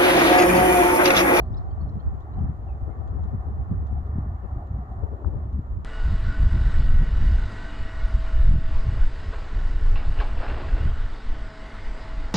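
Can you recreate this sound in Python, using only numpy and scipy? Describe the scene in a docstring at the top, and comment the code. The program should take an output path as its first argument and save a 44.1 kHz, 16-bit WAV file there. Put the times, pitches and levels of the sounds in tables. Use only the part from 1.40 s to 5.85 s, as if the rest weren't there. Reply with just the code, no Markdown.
"""Gusts buffet the two microphone ports of a phone held in an open meadow.
Shaped noise rides on a light breeze: large eddies rumble, small ones flutter, single ones thump as short pulses.
Some gusts rasp, nearly all on the left port, and one of them starts with a knock.
Behind the wind lie faint gliding bird chips, tiny crackling ticks, a far roar as of a road,
a throbbing hum within that roar, and a thin hiss."""
import sys
import numpy as np
from scipy import signal
from scipy.fft import rfft, irfft
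from scipy.io import wavfile
from scipy.ndimage import uniform_filter1d

SR = 44100
rng = np.random.default_rng(int(sys.argv[2]) if len(sys.argv) > 2 else 0)


def generate_wav(signal):
    """Clip the signal to [-1, 1] and save it as 16-bit WAV at the path in sys.argv[1]."""
    frames = np.transpose(np.atleast_2d(signal))
    scaled = np.clip(frames, -1, 1) * 32767
    pcm = np.round(scaled).astype(np.int16)
    wavfile.write(sys.argv[1], SR, pcm)


N = 196156
T = np.arange(N) / SR  # time [s]
BINS = np.arange(N // 2 + 1) * SR / N  # spectrum frequencies [Hz]

# Colour of the large eddies: (frequency [Hz], density [dB per Hz])
RUMBLE_COLOUR = [(12, -15.5), (25, -13), (45, -3.5), (66, 7), (85, 2), (115, -7.5), (160, -21),
                 (300, -26.5), (700, -94.5)]
# Colour of the small eddies: (frequency [Hz], density [dB per Hz])
FLUTTER_COLOUR = [(70, -17), (120, 3), (160, -1), (200, -4), (235, -10.5), (350, -21.5), (550, -34.5),
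                  (1200, -56), (3000, -81)]


def undb(db):
    """Decibels to gain."""
    return 10 ** (np.asarray(db) / 20)


def curve(rows):
    """Rows of (time [s], value) joined by straight lines."""
    return np.interp(T, *np.transpose(rows))


def unit(x):
    """Scale to a standard deviation of 1."""
    return x / x.std()


def noise(points):
    """Gaussian noise with its spectrum shaped along log frequency, at unit level."""
    hz, db = np.transpose(points)
    colour_db = np.interp(np.log(BINS + 1), np.log(hz), db)
    white = rfft(rng.standard_normal(N))
    return unit(irfft(white * undb(colour_db), N))


def pair(mid, side):
    """Left and right from mid and side."""
    return np.array([mid + side, mid - side])


def pan(lean_db):
    """Left and right gains that differ by lean_db; positive leans left."""
    return undb(np.array([[.5], [-.5]]) * lean_db)


def left_mostly(x, right_db):
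    """Full level on the left port, right_db on the right."""
    return np.array([[1], [undb(right_db)]]) * x


def walk(rate_hz):
    """Random levels, rate_hz new ones a second, joined by straight slopes; spread 1."""
    hold = max(int(SR / rate_hz), 1)
    steps = np.repeat(rng.standard_normal(N // hold + 1), hold)
    return unit(uniform_filter1d(steps, hold)[:N])


def swell(s, half_s):
    """A bell-shaped rise and fall around time s, down to 1/e at half_s to either side."""
    return np.exp(-((T - s) / half_s) ** 2)


def gusting(rows):
    """Joint strength of gusts (time [s], half length [s], level [dB]); their powers add."""
    return np.sqrt(sum((undb(db) * swell(s, half_s)) ** 2 for s, half_s, db in rows))


def flow(points, even_s):
    """Turbulent pressure of even strength over spans of even_s, ready to be driven by the gusts."""
    x = noise(points)
    power = np.abs(signal.hilbert(x)) ** 2 / 2
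    local_power = uniform_filter1d(power, max(int(even_s * SR), 1))
    return x / np.sqrt(local_power + 1e-9)


def at_ports(points, even_s, own_db):
    """Wide eddies press on both ports alike; narrow ones meet each port on its own."""
    # How much the ports differ, before own_db: (time [s], side minus mid [dB])
    port_spread = [(0, -16), (.2, 9), (.47, -7.5), (.72, 5), (.85, -7.5), (1.0, -5.5), (1.35, -8),
                   (1.85, -1), (2.0, -8.5), (2.3, -2.5), (2.55, -8), (2.7, -19.5), (3.35, -24), (3.6, -11),
                   (4.25, -17.5), (4.37, -4)]
    alike = flow(points, even_s)
    opposed = undb(curve(port_spread) + own_db) * flow(points, even_s)
    return pair(alike, opposed)


def wind(rumble_db=1.26, flutter_db=-1.5, lean_db=0.65):
    """Gusts ride on the breeze: large eddies rumble, small ones flutter on top in quick bursts."""
    # Head-on gusts, before trims: (time [s], half length [s], rumble level [dB], flutter level [dB])
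    gust_rows = np.array([(0.077, 0.022, -36, -46), (0.444, 0.065, -28, -37), (0.544, 0.067, -35, -35),
                          (0.672, 0.03, -26.5, -47.5), (0.75, 0.055, -36.5, -41.5),
                          (1.035, 0.086, -26.5, -29), (1.321, 0.062, -29.5, -53),
                          (1.428, 0.018, -25.5, -35), (1.845, 0.051, -29.5, -38),
                          (1.944, 0.015, -32.5, -26), (2.003, 0.015, -28, -47),
                          (2.208, 0.026, -25.5, -29.5), (2.316, 0.028, -41, -29.5),
                          (2.432, 0.021, -37, -34), (2.57, 0.075, -27, -38.5), (2.758, 0.1, -27, -40),
                          (2.913, 0.068, -28, -44), (3.169, 0.022, -28, -44.5), (3.51, 0.021, -33, -38.5),
                          (4.056, 0.047, -29, -44.5), (4.158, 0.052, -25, -36), (4.319, 0.026, -29, -45)])
    # The breeze between the gusts, before unrest and trims: (time [s], level [dB])
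    breeze_level = [(0, -28), (.22, -38), (.75, -36), (1.2, -38), (1.9, -35), (2.4, -36), (3.0, -35.5),
                    (3.35, -34.5), (3.7, -36.5), (4.45, -34.5)]
    unrest_db, unrest_hz = 3.5, 20  # restlessness of the breeze
    burst_db, burst_hz = 3.0, 45  # bursts of the flutter
    breeze_flutter_db = -13.5  # flutter against rumble in the breeze, before trims

    breeze = undb(curve(breeze_level) + unrest_db * walk(unrest_hz))
    large = np.hypot(gusting(gust_rows[:, [0, 1, 2]]), breeze)
    small = np.hypot(gusting(gust_rows[:, [0, 1, 3]]), breeze * undb(breeze_flutter_db))
    rumble = at_ports(RUMBLE_COLOUR, even_s=.05, own_db=-0.1) * large * undb(rumble_db)
    bursts = undb(flutter_db + burst_db * walk(burst_hz))
    flutter = at_ports(FLUTTER_COLOUR, even_s=.032, own_db=0.4) * small * bursts
    return (rumble + flutter) * pan(lean_db)


def eddies(lean_db=2.5):
    """A vortex crossing the ports is a brief suction with an overshoot on either side."""
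    # Single eddies: (time [s], peak before the lean [dB], pitch [Hz], half length [s])
    eddy_rows = [(1.099, -18.5, 118.5, 0.0037), (2.321, -20, 195, 0.0071), (2.761, -24.5, 170, 0.007),
                 (2.786, -12.5, 124, 0.002), (4.193, -17, 112, 0.0021)]
    pressure = np.zeros(N)
    for s, db, hz, half_s in eddy_rows:
        pressure -= undb(db) * swell(s, half_s) * np.cos(2 * np.pi * hz * (T - s))
    return pressure * pan(lean_db)


def rasps(rumble_db=-1.0, flutter_db=-15, rough_db=2.5, rough_hz=160, right_db=-20):
    """Flow that breaks on the rim of the left port buffets it and tears into fine, rough turbulence."""
    # Gusts on the left port: (time [s], half length [s], buffet level before trims [dB],
    # rasp level before roughness [dB])
    side_gusts = [(1.493, 0.024, -19.5, -39), (1.602, 0.043, -26, -42.5), (1.757, 0.086, -23.5, -43.5),
                  (2.083, 0.023, -29, -41), (2.331, 0.018, -31, -43), (2.527, 0.014, -17.5, -44.5),
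                  (3.046, 0.018, -23, -39.5), (3.64, 0.021, -19, -40), (3.733, 0.022, -25, -41),
                  (3.87, 0.026, -17.5, -39.5), (3.947, 0.034, -20.5, -42)]
    # Colour of the torn flow: (frequency [Hz], density [dB per Hz])
    rasp_colour = [(120, -0.5), (250, 12.5), (420, 11.5), (800, 1), (1200, -8.5), (1800, -20), (2400, -49),
                   (4000, -77.5)]
    large = gusting((s, half_s, db) for s, half_s, db, _ in side_gusts)
    fine = gusting((s, half_s, db) for s, half_s, _, db in side_gusts)
    rumble = undb(rumble_db) * flow(RUMBLE_COLOUR, even_s=0.056)
    flutter = undb(flutter_db) * noise(FLUTTER_COLOUR)
    buffet = large * (rumble + flutter)
    rasp = fine * noise(rasp_colour) * undb(rough_db * walk(rough_hz))
    return left_mostly(buffet + rasp, right_db)


def knock(right_db=-15):
    """The front of a gust slaps the left port: a very short, damped pulse."""
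    s, peak_db, hz, half_s = 3.847, -23.5, 956, 0.00065
    slap = undb(peak_db) * swell(s, half_s) * np.cos(2 * np.pi * hz * (T - s))
    return left_mostly(slap, right_db)


def birds(gain_db=1, lean_db=5, scatter_db=-9, scatter_s=0.061):
    """Short, scratchy glides that turn back near their end; trees scatter them, the left port hears them late."""
    # Bird notes: (start [s], length [s], start pitch [Hz], pitch at the turn [Hz], peak before gain and lean [dB])
    chips = [(-.004, 0.017, 3700, 4270, -58), (0.115, 0.026, 5600, 5350, -74),
             (0.137, 0.016, 3040, 3940, -57), (0.163, 0.026, 4000, 5520, -62.5),
             (0.166, .027, 2900, 4340, -61.5), (0.299, .026, 3970, 4530, -74),
             (0.307, 0.015, 3000, 3230, -68.5), (0.401, 0.029, 4000, 4410, -66),
             (0.485, .019, 4380, 4000, -65.5), (0.488, .018, 5210, 5550, -72.5),
             (0.588, 0.038, 2730, 3280, -70.5), (0.594, 0.018, 3270, 4380, -66),
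             (0.812, 0.015, 3310, 3700, -69), (.926, 0.025, 3680, 4100, -69), (.935, .017, 3090, 2960, -72),
             (0.983, 0.014, 2800, 3120, -68.5), (1.275, 0.045, 2970, 2480, -68),
             (1.313, .029, 2720, 2420, -70), (1.496, 0.051, 2085, 2120, -66.5),
             (3.014, 0.07, 3150, 2590, -78)]
    tremble, tremble_hz = 0.023, 900  # pitch roughness as a fraction, and its rate
    turn = 0.82  # fraction of the note at which the glide turns back
    lag_s = 0.000408  # delay of the direct song at the left port

    song, waver = np.zeros(N), 1 + tremble * walk(tremble_hz)
    for s, length_s, start_hz, turn_hz, db in chips:
        progress = np.clip((T - s) / length_s, 0, 1)
        hz = turn_hz + (start_hz - turn_hz) * (1 - progress / turn) ** 2
        phase = 2 * np.pi * np.cumsum(hz * waver) / SR
        song += undb(db + gain_db) * np.sin(np.pi * progress) * np.sin(phase)
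    direct = np.array([np.interp(T - lag_s, T, song), song]) * pan(lean_db)

    # The trees: half a second of fading noise, separate for each port
    trees = rng.standard_normal((2, SR // 2)) * np.exp(-T[:SR // 2] / scatter_s)
    trees /= np.linalg.norm(trees[0])
    echo = signal.fftconvolve(song[None], trees, axes=1)[:, :N]
    return direct + undb(scatter_db) * echo


def ticks(gain_db=-6, crackle_db=3, crackle_hz=600, decay_s=.011):
    """Small contacts: each a short, dry crackle that starts at once and dies away."""
    # Tiny ticks: (time [s], starting level before gain and crackle [dB])
    tick_rows = [(.803, -62), (1.6731, -61.5), (1.8357, -61), (2.466, -60.5), (2.667, -67), (3.27, -69.5),
                 (3.383, -72.5), (3.5235, -67.5), (4.125, -65)]
    # Colour of a tick: (frequency [Hz], density [dB per Hz])
    tick_colour = [(1500, -25.5), (2800, 2), (3800, 3.5), (5200, -7.5), (7000, -2.5), (8000, -21.5),
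                   (14000, -29.5)]
    envelope = np.zeros(N)
    for s, db in tick_rows:
        envelope += undb(db + gain_db) * (T >= s) * np.exp(-np.abs(T - s) / decay_s)
    grains = np.array([noise(tick_colour), noise(tick_colour)])
    return envelope * undb(crackle_db * walk(crackle_hz)) * grains


def far_roar():
    """Distant sound that has lost its treble; it comes from many sides, so the ports agree only partly."""
    # Colour of the roar, before body and top are levelled: (frequency [Hz], density [dB per Hz])
    roar_colour = [(100, -21), (250, -0.5), (400, 2), (500, -5.5), (590, -1), (800, -3), (980, -2.5),
                   (1150, -1.5), (1400, -7.5), (1620, -18), (1850, -13.5), (2100, -24), (2400, -36.5),
                   (4000, -58.5)]
    # The roar at the two ports: (frequency [Hz], likeness [0-1], lead of the left port [rad])
    roar_ports = [(324, 0.95, -0.5), (500, 0.98, 1), (675, 0.7, -1), (960, 1, -1.9), (1060, 0.3, -2.5),
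                  (1350, 0.6, -2.5), (1710, 0.2, -5.5), (1850, 0.4, -9), (2000, 0.5, -10),
                  (2270, 0.9, -11.5), (3000, 0, -11)]
    # Below the split, before waver and lean: (time [s], level [dB])
    body_level = [(0, -47.5), (.3, -50.5), (.95, -51), (1.6, -49), (2.4, -51), (2.7, -49.5), (3.45, -50),
                  (3.9, -47.5), (4.45, -52.5)]
    # Above the split, before waver and lean: (time [s], level [dB])
    top_level = [(0, -53), (.9, -54), (2.15, -52), (2.52, -53), (2.66, -51), (3.1, -52.5), (3.45, -52.5),
                 (4.15, -53.5), (4.45, -55.5)]
    split_hz = 831  # body and top waver separately
    body_waver_db, body_lean_db = 1.7, -1.9
    top_waver_db, top_lean_db = 1.04, -0.1

    hz, likeness, lead = np.transpose(roar_ports)
    shared = np.clip(np.interp(BINS, hz, likeness), 0, 1)
    right = rfft(noise(roar_colour))
    common = shared * right * np.exp(1j * np.interp(BINS, hz, lead))
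    left = common + np.sqrt(1 - shared ** 2) * rfft(noise(roar_colour))
    both = np.array([left, right])
    body = irfft(both / (1 + (BINS / split_hz) ** 20), N)
    top = irfft(both, N) - body
    body = unit(body) * undb(curve(body_level) + body_waver_db * walk(8)) * pan(body_lean_db)
    top = unit(top) * undb(curve(top_level) + top_waver_db * walk(8.1)) * pan(top_lean_db)
    return body + top


def far_hum(gain_db=-2.5, throb_db=3.0, throb_hz=22, side_db=-5):
    """A narrow, almost tonal band in the far roar that throbs as the wind carries it."""
    # Colour of the hum: (frequency [Hz], density [dB per Hz])
    hum_colour = [(450, -34), (620, -15.5), (690, -3), (760, -1), (820, -6.5), (900, -15.5), (1200, -63.5)]
    # The hum swells and fades, before gain and throb: (time [s], level [dB])
    hum_level = [(0, -55.5), (.27, -48), (.46, -56), (.87, -51.5), (1.25, -55), (1.38, -51.5), (2.0, -54),
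                 (2.35, -53.5), (3.6, -52), (3.78, -67), (3.95, -57), (4.45, -75)]
    band = pair(noise(hum_colour), undb(side_db) * noise(hum_colour))
    return band * undb(curve(hum_level) + gain_db + throb_db * walk(throb_hz))


def hiss(level_db=-75.5, lean_db=2.0):
    """Thin, smooth floor of grass and microphone above the roar, unrelated at the two ports."""
    # Colour of the hiss: (frequency [Hz], density [dB per Hz])
    hiss_colour = [(1500, 1.5), (3000, 1.5), (4200, -3), (5200, -7.5), (6500, -6.5), (7300, -3),
                   (8200, -19.5), (9400, -24.5), (10500, -11), (15500, -12)]
    return undb(level_db) * np.array([noise(hiss_colour), noise(hiss_colour)]) * pan(lean_db)


def scene():
    """Wind close by at the ports, everything else faint behind it."""
    close = wind() + eddies() + rasps() + knock()
    behind = birds() + ticks() + far_roar() + far_hum() + hiss()
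    return close + behind


def record(dry):
    """The phone cuts the top: a steep elliptic low-pass at 15.7 kHz."""
    low_pass = signal.ellip(8, .2, 70, 15700, fs=SR, output="sos")  # order, ripple [dB], stop [dB], edge [Hz]
    return signal.sosfilt(low_pass, dry)


dry = scene()
out = record(dry)
generate_wav(out)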